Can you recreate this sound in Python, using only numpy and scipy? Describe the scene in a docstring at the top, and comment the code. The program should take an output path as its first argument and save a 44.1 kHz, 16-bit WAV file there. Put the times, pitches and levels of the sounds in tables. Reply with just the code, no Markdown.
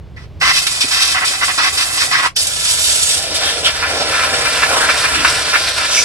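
"""An air duster blows through its straw into an open laptop on a towel, under overhead stereo microphones.
The jet is four bands of shaped noise: low rush, roar of hollows, hiss of edges and treble sizzle. It flares
over the fan well, the valve shuts for a moment, then it sweeps the board and case with liquid ticks. Brief
noise bands add a trigger click, draughts on the microphones and passing colours of the moving jet.
Close reflections of a small room surround it; shaped noise makes the low rumble underneath."""
import sys
import numpy as np
from scipy import signal
from scipy.fft import rfft, irfft, next_fast_len
from scipy.io import wavfile
from scipy.ndimage import map_coordinates

SR = 44100
rng = np.random.default_rng(int(sys.argv[2]) if len(sys.argv) > 2 else 0)


def bounce(signal):
    """Save signal as a 16-bit WAV file at the path given by the first command-line argument."""
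    frames = np.transpose(np.atleast_2d(signal))
    limited = np.clip(frames, -1, 1)
    pcm = np.round(limited * 32767).astype(np.int16)
    wavfile.write(sys.argv[1], SR, pcm)


N = 266408
TIME = np.arange(N) / SR
SIZE = next_fast_len(N + SR // 4)  # spare quarter second for filter tails
FREQ = np.maximum(np.arange(SIZE // 2 + 1) * SR / SIZE, 1)

# Flares: a first leak from the trigger, then edges (bright) and hollows (dark) that catch the jet;
# level is roar and hiss together before trim and gusts, brightness is hiss over roar:
# start_s, end_s, level_db, brightness_db
FLARES = [(0.162, 0.25, -42.5, -0.5), (0.41, 0.521, -11.5, 0), (0.532, 0.598, -12.5, 12),
          (0.669, 0.675, -5, 11.5), (0.71, 0.781, -23.5, 30), (0.806, 0.841, -11, 14),
          (0.907, 1.049, -13.5, 7.5), (0.998, 1.041, -14.5, 8), (1.044, 1.14, -17, 13),
          (1.146, 1.189, -14, -8), (1.209, 1.248, -16.5, -19), (1.248, 1.298, -17, 20),
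          (1.332, 1.357, -16.5, 3), (1.412, 1.441, -12.5, -4), (1.439, 1.488, -17.5, 25),
          (1.481, 1.515, -16, -6), (1.577, 1.688, -12.5, 3.5), (1.772, 1.843, -13, 8),
          (1.975, 2.039, -13.5, 12.5), (2.113, 2.19, -13, 1.5), (2.183, 2.272, -16.5, -4),
          (2.362, 2.373, -9.5, 19), (2.386, 2.44, -18.5, 33.5), (2.47, 2.474, -12.5, 45),
          (2.65, 2.704, -16.5, 15.5), (2.709, 2.716, -12, 39), (2.833, 2.92, -18, 20),
          (3.09, 3.152, -15, 19), (3.343, 3.381, -15, 20), (3.644, 3.683, -15.5, 13),
          (3.827, 3.856, -16, -10), (4.12, 4.253, -19, -27), (4.448, 4.476, -15, -4),
          (4.618, 4.648, -15, -16), (4.887, 4.909, -13, -9), (5.033, 5.056, -18.5, -21),
          (5.247, 5.255, -3.5, -9), (5.268, 5.291, -12.5, 1), (5.529, 5.566, -12.5, -17),
          (5.78, 5.86, -22, -17), (5.905, 6.002, -19, 25)]
# The trigger: time_s, opening (0 shut to 1 open)
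VALVE = [(.395, 0), (.415, 1), (2.265, 1), (2.275, 0), (2.355, 0), (2.363, 1)]
# Coloured puffs: a trigger click, low draughts buffeting the microphones, and bands of noise that swell
# as the jet moves; length runs from the centre to 17 dB down, width is nominal:
# centre_s, length_s, pitch_hz, width_hz, level_db
PUFFS = [(.172, .005, 2060, 600, -30), (0.846, 0.0085, 300, 260, -25.5), (1.599, 0.022, 1320, 900, -17),
         (2.023, 0.022, 1800, 1200, -15), (2.15, 0.017, 1750, 900, -9), (2.259, 0.02, 1090, 400, -15.5),
         (2.391, 0.03, 4840, 900, -14), (3.313, 0.03, 370, 300, -28), (3.472, 0.086, 3330, 900, -18.5),
         (3.663, 0.032, 3120, 910, -9.5), (3.941, .029, 368, 180, -29), (4.726, 0.04, 630, 450, -30),
         (4.772, 0.087, 950, 900, -17), (4.841, 0.045, 1580, 600, -16), (5.163, 0.067, 2770, 1100, -17.5),
         (5.2, 0.13, 306, 139, -31), (5.672, 0.12, 4100, 1200, -23.5), (5.977, .041, 2400, 800, -15),
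         (5.98, 0.11, 5600, 1390, -14.5)]
# Resonances of the fan well and of the open case, nominal widths, relative levels:
# pitch_hz, width_hz, level_db
FAN_MODES = [(750, 85, -9), (1027, 110, -4), (1119, 51, 1.5), (1324, 120, -1.5), (1500, 200, -3.5),
             (1566, 150, -4.5), (1748, 39, 0.5), (2004, 200, 2), (2630, 790, -7)]
CASE_MODES = [(1025, 142, -0.5), (1368, 160, 3.5), (1434, 64, 2), (1548, 60, 3.5), (1733, 116, 3.5),
              (2065, 310, -1.5), (2394, 124, 3), (2720, 170, -1.5)]
# Low resonances of the shell under each place: pitch_hz, width_hz, level_db
FAN_LOW_MODES = [(293, 64, -6), (520, 550, -9), (650, 280, -6), (767, 28, 3)]
CASE_LOW_MODES = [(294, 81, -7), (478, 107, -1), (631, 160, 1), (780, 35, 1.5)]
# Noise colours, relative levels: frequency_hz, level_db
FAN_HISS = [(1700, -33), (2250, -6), (2530, 7), (2800, -6.5), (3150, 3.5), (3400, -1), (3850, 2.5),
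            (4250, 3), (4750, 4), (5200, 4.5), (5750, 1), (6300, -9), (7200, -52)]
CASE_HISS = [(1500, -25), (2250, -4.5), (2550, -4), (3000, 0), (3500, 0.5), (3950, 0.5), (4450, 2.5),
             (5100, 2.5), (5750, 1.5), (6300, -14), (7200, -55)]
SIZZLE = [(5200, -35), (6100, -3), (6500, -3.5), (7500, 0), (8500, 2.5), (9600, -2.5), (10800, -6),
          (12100, -12), (12700, -37), (13300, -36), (14600, -33), (16000, -35)]
RUMBLE_COLOUR = [(15, -32), (28, -5), (42, -9), (58, 0), (77, 2.5), (105, -6.5), (150, -6), (210, -20.5),
                 (500, -24.5), (1300, -37.5), (3000, -41), (5200, -48), (6500, -55), (12000, -64)]
# Loudness of the room rumble: time_s, level_db
RUMBLE_LEVEL = [(0, -32.5), (.45, -29.5), (.6, -38), (2.5, -37), (5.3, -32.5), (6.04, -39)]
# Jet held on the fan well as the valve opens, before trim: rush_db, roar_db, hiss_db, sizzle_db
FAN_DB = (-36.5, -32, -21.5, -24.5)
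# Its drift as the can cools, in dB per second: rush, roar, hiss, sizzle
FAN_DRIFT_DB_PER_S = (2.5, 2, -0.5, 1.45)
# Jet travelling over board and case, before trim: time_s, rush_db, roar_db, hiss_db, sizzle_db
CASE_LEVELS = [(2.5, -38.5, -33.5, -24, -24), (2.62, -39, -32, -20.5, -19),
               (3.1, -34.5, -30.5, -19.5, -15.5), (3.29, -30, -33, -25, -31.5),
               (3.45, -29, -23.5, -19, -26), (3.63, -28.5, -32.5, -26.5, -29), (3.67, -25, -16.5, -20, -34),
               (3.72, -36, -28.5, -25, -31), (3.86, -28, -22.5, -25, -31), (4.01, -21.5, -25, -21, -27.5),
               (4.22, -29.5, -20.5, -22.5, -25), (4.32, -24, -22, -22.5, -26.5),
               (4.62, -29.5, -20.5, -21.5, -23), (4.72, -21, -20.5, -21.5, -25),
               (5.01, -30, -20, -21.5, -24), (5.76, -30.5, -25, -21.5, -26.5)]
# Level trim added over the case: rush_db, roar_db, hiss_db, sizzle_db
CASE_TRIM_DB = (4, 0, 2.5, 1.5)
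# Left minus right sensitivity of the microphones: frequency_hz, balance_db
MICROPHONE_BALANCE = [(250, 0.6), (700, 1.5), (1400, -0.9), (2000, -0.5), (3200, -2), (5400, 1),
                      (6600, -2.5), (9000, -3), (12000, 0)]

LEAVES_FAN_S = 2.35
FLARE_ATTACK_S, FLARE_RELEASE_S = 0.0023, .012
RUSH_UNDER_ROAR_DB, SIZZLE_UNDER_HISS_DB = -17, -11.5
SIZZLE_PER_BRIGHTNESS = 0.39  # dB per dB: sharp edges sizzle more
# Place is the lag of the left microphone: steady at the fan, then drifting left in even sweeps.
FAN_LAG_MS, CASE_LAG_MS, DRIFT_MS_PER_S, SWING_MS = .16, 0.098, 0.039, 0.038
MOVES_ON_S, SWEEPS_FROM_S = (3.0, 3.3), (3.5, 3.9)  # start and end of each fade
RIGHTMOST_S, SWEEP_PERIOD_S = 4.77, .385
SWING_RUSH_DB = -0.5  # multiplies a swing of -1 to 1: less rush at the right end
HOLLOW_STEALS_DB = -5.5  # gas that pours into a hollow no longer hisses over the surface
HOLLOW_FULL_DB = -17.5  # flare roar at which all of the jet is inside the hollow


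def undb(db):
    """Turn decibels into gain."""
    return 10 ** (np.asarray(db) / 20)


def unit(x):
    """Scale to rms 1."""
    return x / np.sqrt(np.mean(x ** 2))


def curves(rows):
    """Join each column of a table by straight lines in time."""
    s, *columns = np.transpose(rows)
    return [np.interp(TIME, s, column) for column in columns]


def filtered(x, gain):
    """Apply a gain at each frequency."""
    return irfft(rfft(x, SIZE) * gain, SIZE)[..., :N]


def noise(gain):
    """Make random noise of rms 1 with the given gain at each frequency."""
    return unit(filtered(rng.standard_normal(SIZE), gain))


def colour(points):
    """Draw a gain curve through points, straight in dB over log frequency."""
    hz, db = np.transpose(points)
    return undb(np.interp(np.log(FREQ), np.log(hz), db))


def resonances(modes, skirt=1.46):
    """Add the powers of independently stirred resonances; a larger skirt steepens their sides."""
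    power = 0
    for hz, width, db in modes:
        detune = (FREQ / hz - hz / FREQ) * hz / width
        power = power + undb(db) ** 2 / (1 + detune ** 2) ** skirt
    return np.sqrt(power)


def walk(top_hz):
    """Wander randomly and smoothly with rms 1, mostly below `top_hz`."""
    return noise(1 / (1 + (FREQ / top_hz) ** 4))


def rumble(side_db=-17):
    """Low room noise is nearly the same at both microphones: a strong middle and a faint side."""
    shape = colour(RUMBLE_COLOUR)
    mid, side = noise(shape), undb(side_db) * noise(shape)
    return undb(curves(RUMBLE_LEVEL)[0]) * np.array([mid + side, mid - side])


def microphones(x, shade_db_per_ms=9):
    """The further right the jet lands, the later and weaker it reaches the left microphone."""
    lag_ms = place_ms()
    left = map_coordinates(x, [np.arange(N) - lag_ms * SR / 1000], order=3)
    shade = undb(shade_db_per_ms * lag_ms / 2)  # half the difference on each side
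    return np.array([left / shade, x * shade])


def room(direct, sideways, t60_s=0.1, gap_s=0.00189, wet_db=1.5, apart_hz=1500):
    """Sideways sound returns as quickly dying reflections that set the microphones apart in the treble."""
    after = np.maximum(TIME - gap_s, 0)
    decay = (after > 0) * np.exp(-np.minimum(np.log(1000) * after / t60_s, 20))
    tail = rng.standard_normal((2, N)) * decay
    tail = tail / np.sqrt(np.sum(tail ** 2, axis=1, keepdims=True))
    wet = undb(wet_db) * FREQ / np.hypot(FREQ, apart_hz)
    total = np.sqrt(1 + wet ** 2)  # keeps the summed power of direct and reflected sound
    straight = filtered(microphones(direct), 1 / total)
    reflected = filtered(sideways, rfft(tail, SIZE) * wet / total)
    return straight + reflected


def wandering(x, depth_s=.0011, top_hz=3):
    """The hand never keeps still: a wandering delay slides resonances by about a percent."""
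    place = np.arange(N) + depth_s * SR * walk(top_hz)
    return np.array([map_coordinates(row, [place], order=3, mode="mirror") for row in x])


def swing():
    """The hand goes evenly to and fro over the case, -1 (left) to 1 (right)."""
    fade_in = np.interp(TIME, SWEEPS_FROM_S, (0, 1))
    return fade_in * np.cos(2 * np.pi * (TIME - RIGHTMOST_S) / SWEEP_PERIOD_S)


def place_ms():
    """Where the jet lands sets the lag of the left microphone."""
    moved = np.interp(TIME, MOVES_ON_S, (0, 1))
    drift = DRIFT_MS_PER_S * np.maximum(TIME - SWEEPS_FROM_S[1], 0)
    over_case = CASE_LAG_MS - drift + SWING_MS * swing()
    return (1 - moved) * FAN_LAG_MS + moved * over_case


def puffs():
    """Each click, draught or passing colour of the jet is one band of noise that swells and fades."""
    total = np.zeros(N)
    for centre, length, hz, width, db in PUFFS:
        swell = np.exp(-2 * ((TIME - centre) / length) ** 2)
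        total += undb(db) * swell * noise(resonances([(hz, width, 0)], skirt=2.04))
    return total


def droplets(per_s=220, spread_db=5.0, level_db=-12):
    """Once the can is tipped, liquid spits out and ticks on the case as short filtered impulses."""
    tipped = np.clip((TIME - 3.2) / .5, 0, 1)
    hits = rng.random(N) < per_s / SR
    ticks = hits * undb(spread_db * np.minimum(rng.exponential(size=N), 3))
    ticks = ticks * rng.choice([-1, 1], N)
    ticks = filtered(ticks, resonances([(3230, 3000, 0)], skirt=4.7))
    return undb(level_db) * tipped * unit(ticks)


def gusts(flutter_db=1.17, roar_db=1.0, hiss_db=0.95, sizzle_db=0.85):
    """The whole jet flutters, and eddies of each size wobble rush, roar, hiss and sizzle."""
    hollows, edges = roar_db * walk(32), hiss_db * walk(42)
    layers = np.array([hollows, hollows, edges, edges + sizzle_db * walk(34)])
    return undb(flutter_db * walk(43) + layers)


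def steady_jet():
    """The valve feeds rush, roar, hiss and sizzle, first on the fan well, then over the case."""
    on_fan = np.array(FAN_DB)[:, None] + np.outer(FAN_DRIFT_DB_PER_S, TIME - VALVE[0][0])
    on_case = np.array(curves(CASE_LEVELS)) + np.array(CASE_TRIM_DB)[:, None]
    on_case[0] += SWING_RUSH_DB * swing()
    return undb(np.where(TIME < LEAVES_FAN_S, on_fan, on_case)) * curves(VALVE)[0]


def flare_layers(db, bright_db):
    """Brightness shares a flare between roar and hiss; rush goes with the roar, sizzle with the hiss."""
    roar = undb(db) / np.hypot(1, undb(bright_db))
    hiss = roar * undb(bright_db)
    sizzle_db = SIZZLE_UNDER_HISS_DB + SIZZLE_PER_BRIGHTNESS * max(bright_db, 0)
    return np.array([roar * undb(RUSH_UNDER_ROAR_DB), roar, hiss, hiss * undb(sizzle_db)])


def strengths():
    """Flares rise, hold and fall, adding their power to the layers of the steady jet."""
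    flare_power = np.zeros((4, N))
    for start, end, db, bright_db in FLARES:
        rise, fall = (TIME - start) / FLARE_ATTACK_S, (end - TIME) / FLARE_RELEASE_S
        window = np.clip(np.minimum(rise, fall) + .5, 0, 1)
        on = window > 0
        flare_power[:, on] += np.outer(flare_layers(db, bright_db), window[on]) ** 2
    filled = np.minimum(flare_power[1] / undb(HOLLOW_FULL_DB) ** 2, 1)
    in_fan_well = filled * (TIME < LEAVES_FAN_S)
    steady = steady_jet()
    steady[2:] *= undb(HOLLOW_STEALS_DB * in_fan_well)  # hiss and sizzle give way
    return np.sqrt(steady ** 2 + flare_power)


def jet(strength):
    """Turbulence stirs the hollows under the straw and hisses on their edges."""
    rush, roar, hiss, sizzle = strength
    at_fan = TIME < LEAVES_FAN_S
    low_rush = rush * np.where(at_fan, noise(resonances(FAN_LOW_MODES)), noise(resonances(CASE_LOW_MODES)))
    hollows = roar * np.where(at_fan, noise(resonances(FAN_MODES)), noise(resonances(CASE_MODES)))
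    edges = hiss * np.where(at_fan, noise(colour(FAN_HISS)), noise(colour(CASE_HISS)))
    treble = sizzle * noise(colour(SIZZLE))
    # final trim of each layer in dB
    body = undb(-3.5) * low_rush + undb(1.88) * hollows
    air = undb(-0.47) * edges + undb(-0.74) * treble
    return body + air + hiss * droplets()


def scene():
    """The jet and its puffs sound in the room over the rumble; separate eddies radiate up and sideways."""
    strength = strengths() * gusts()
    coloured_puffs = puffs()
    upwards = jet(strength) + coloured_puffs
    sideways = jet(strength) + coloured_puffs
    return wandering(room(upwards, sideways)) + rumble()


def record(dry):
    """Each microphone has its own colour, the left loses more bass; peaks clip and the top is cut."""
    left_cut_hz, top_hz = 75, 15800
    tilt = np.sqrt(colour(MICROPHONE_BALANCE))  # half the balance on each side
    bass_cut = 1j * FREQ / (left_cut_hz + 1j * FREQ)
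    heard = np.clip(filtered(dry, np.array([tilt * bass_cut, 1 / tilt])), -1, 1)
    top_cut = signal.ellip(8, .2, 70, top_hz, fs=SR, output="sos")
    return signal.sosfilt(top_cut, heard)


dry = scene()
out = record(dry)
bounce(out)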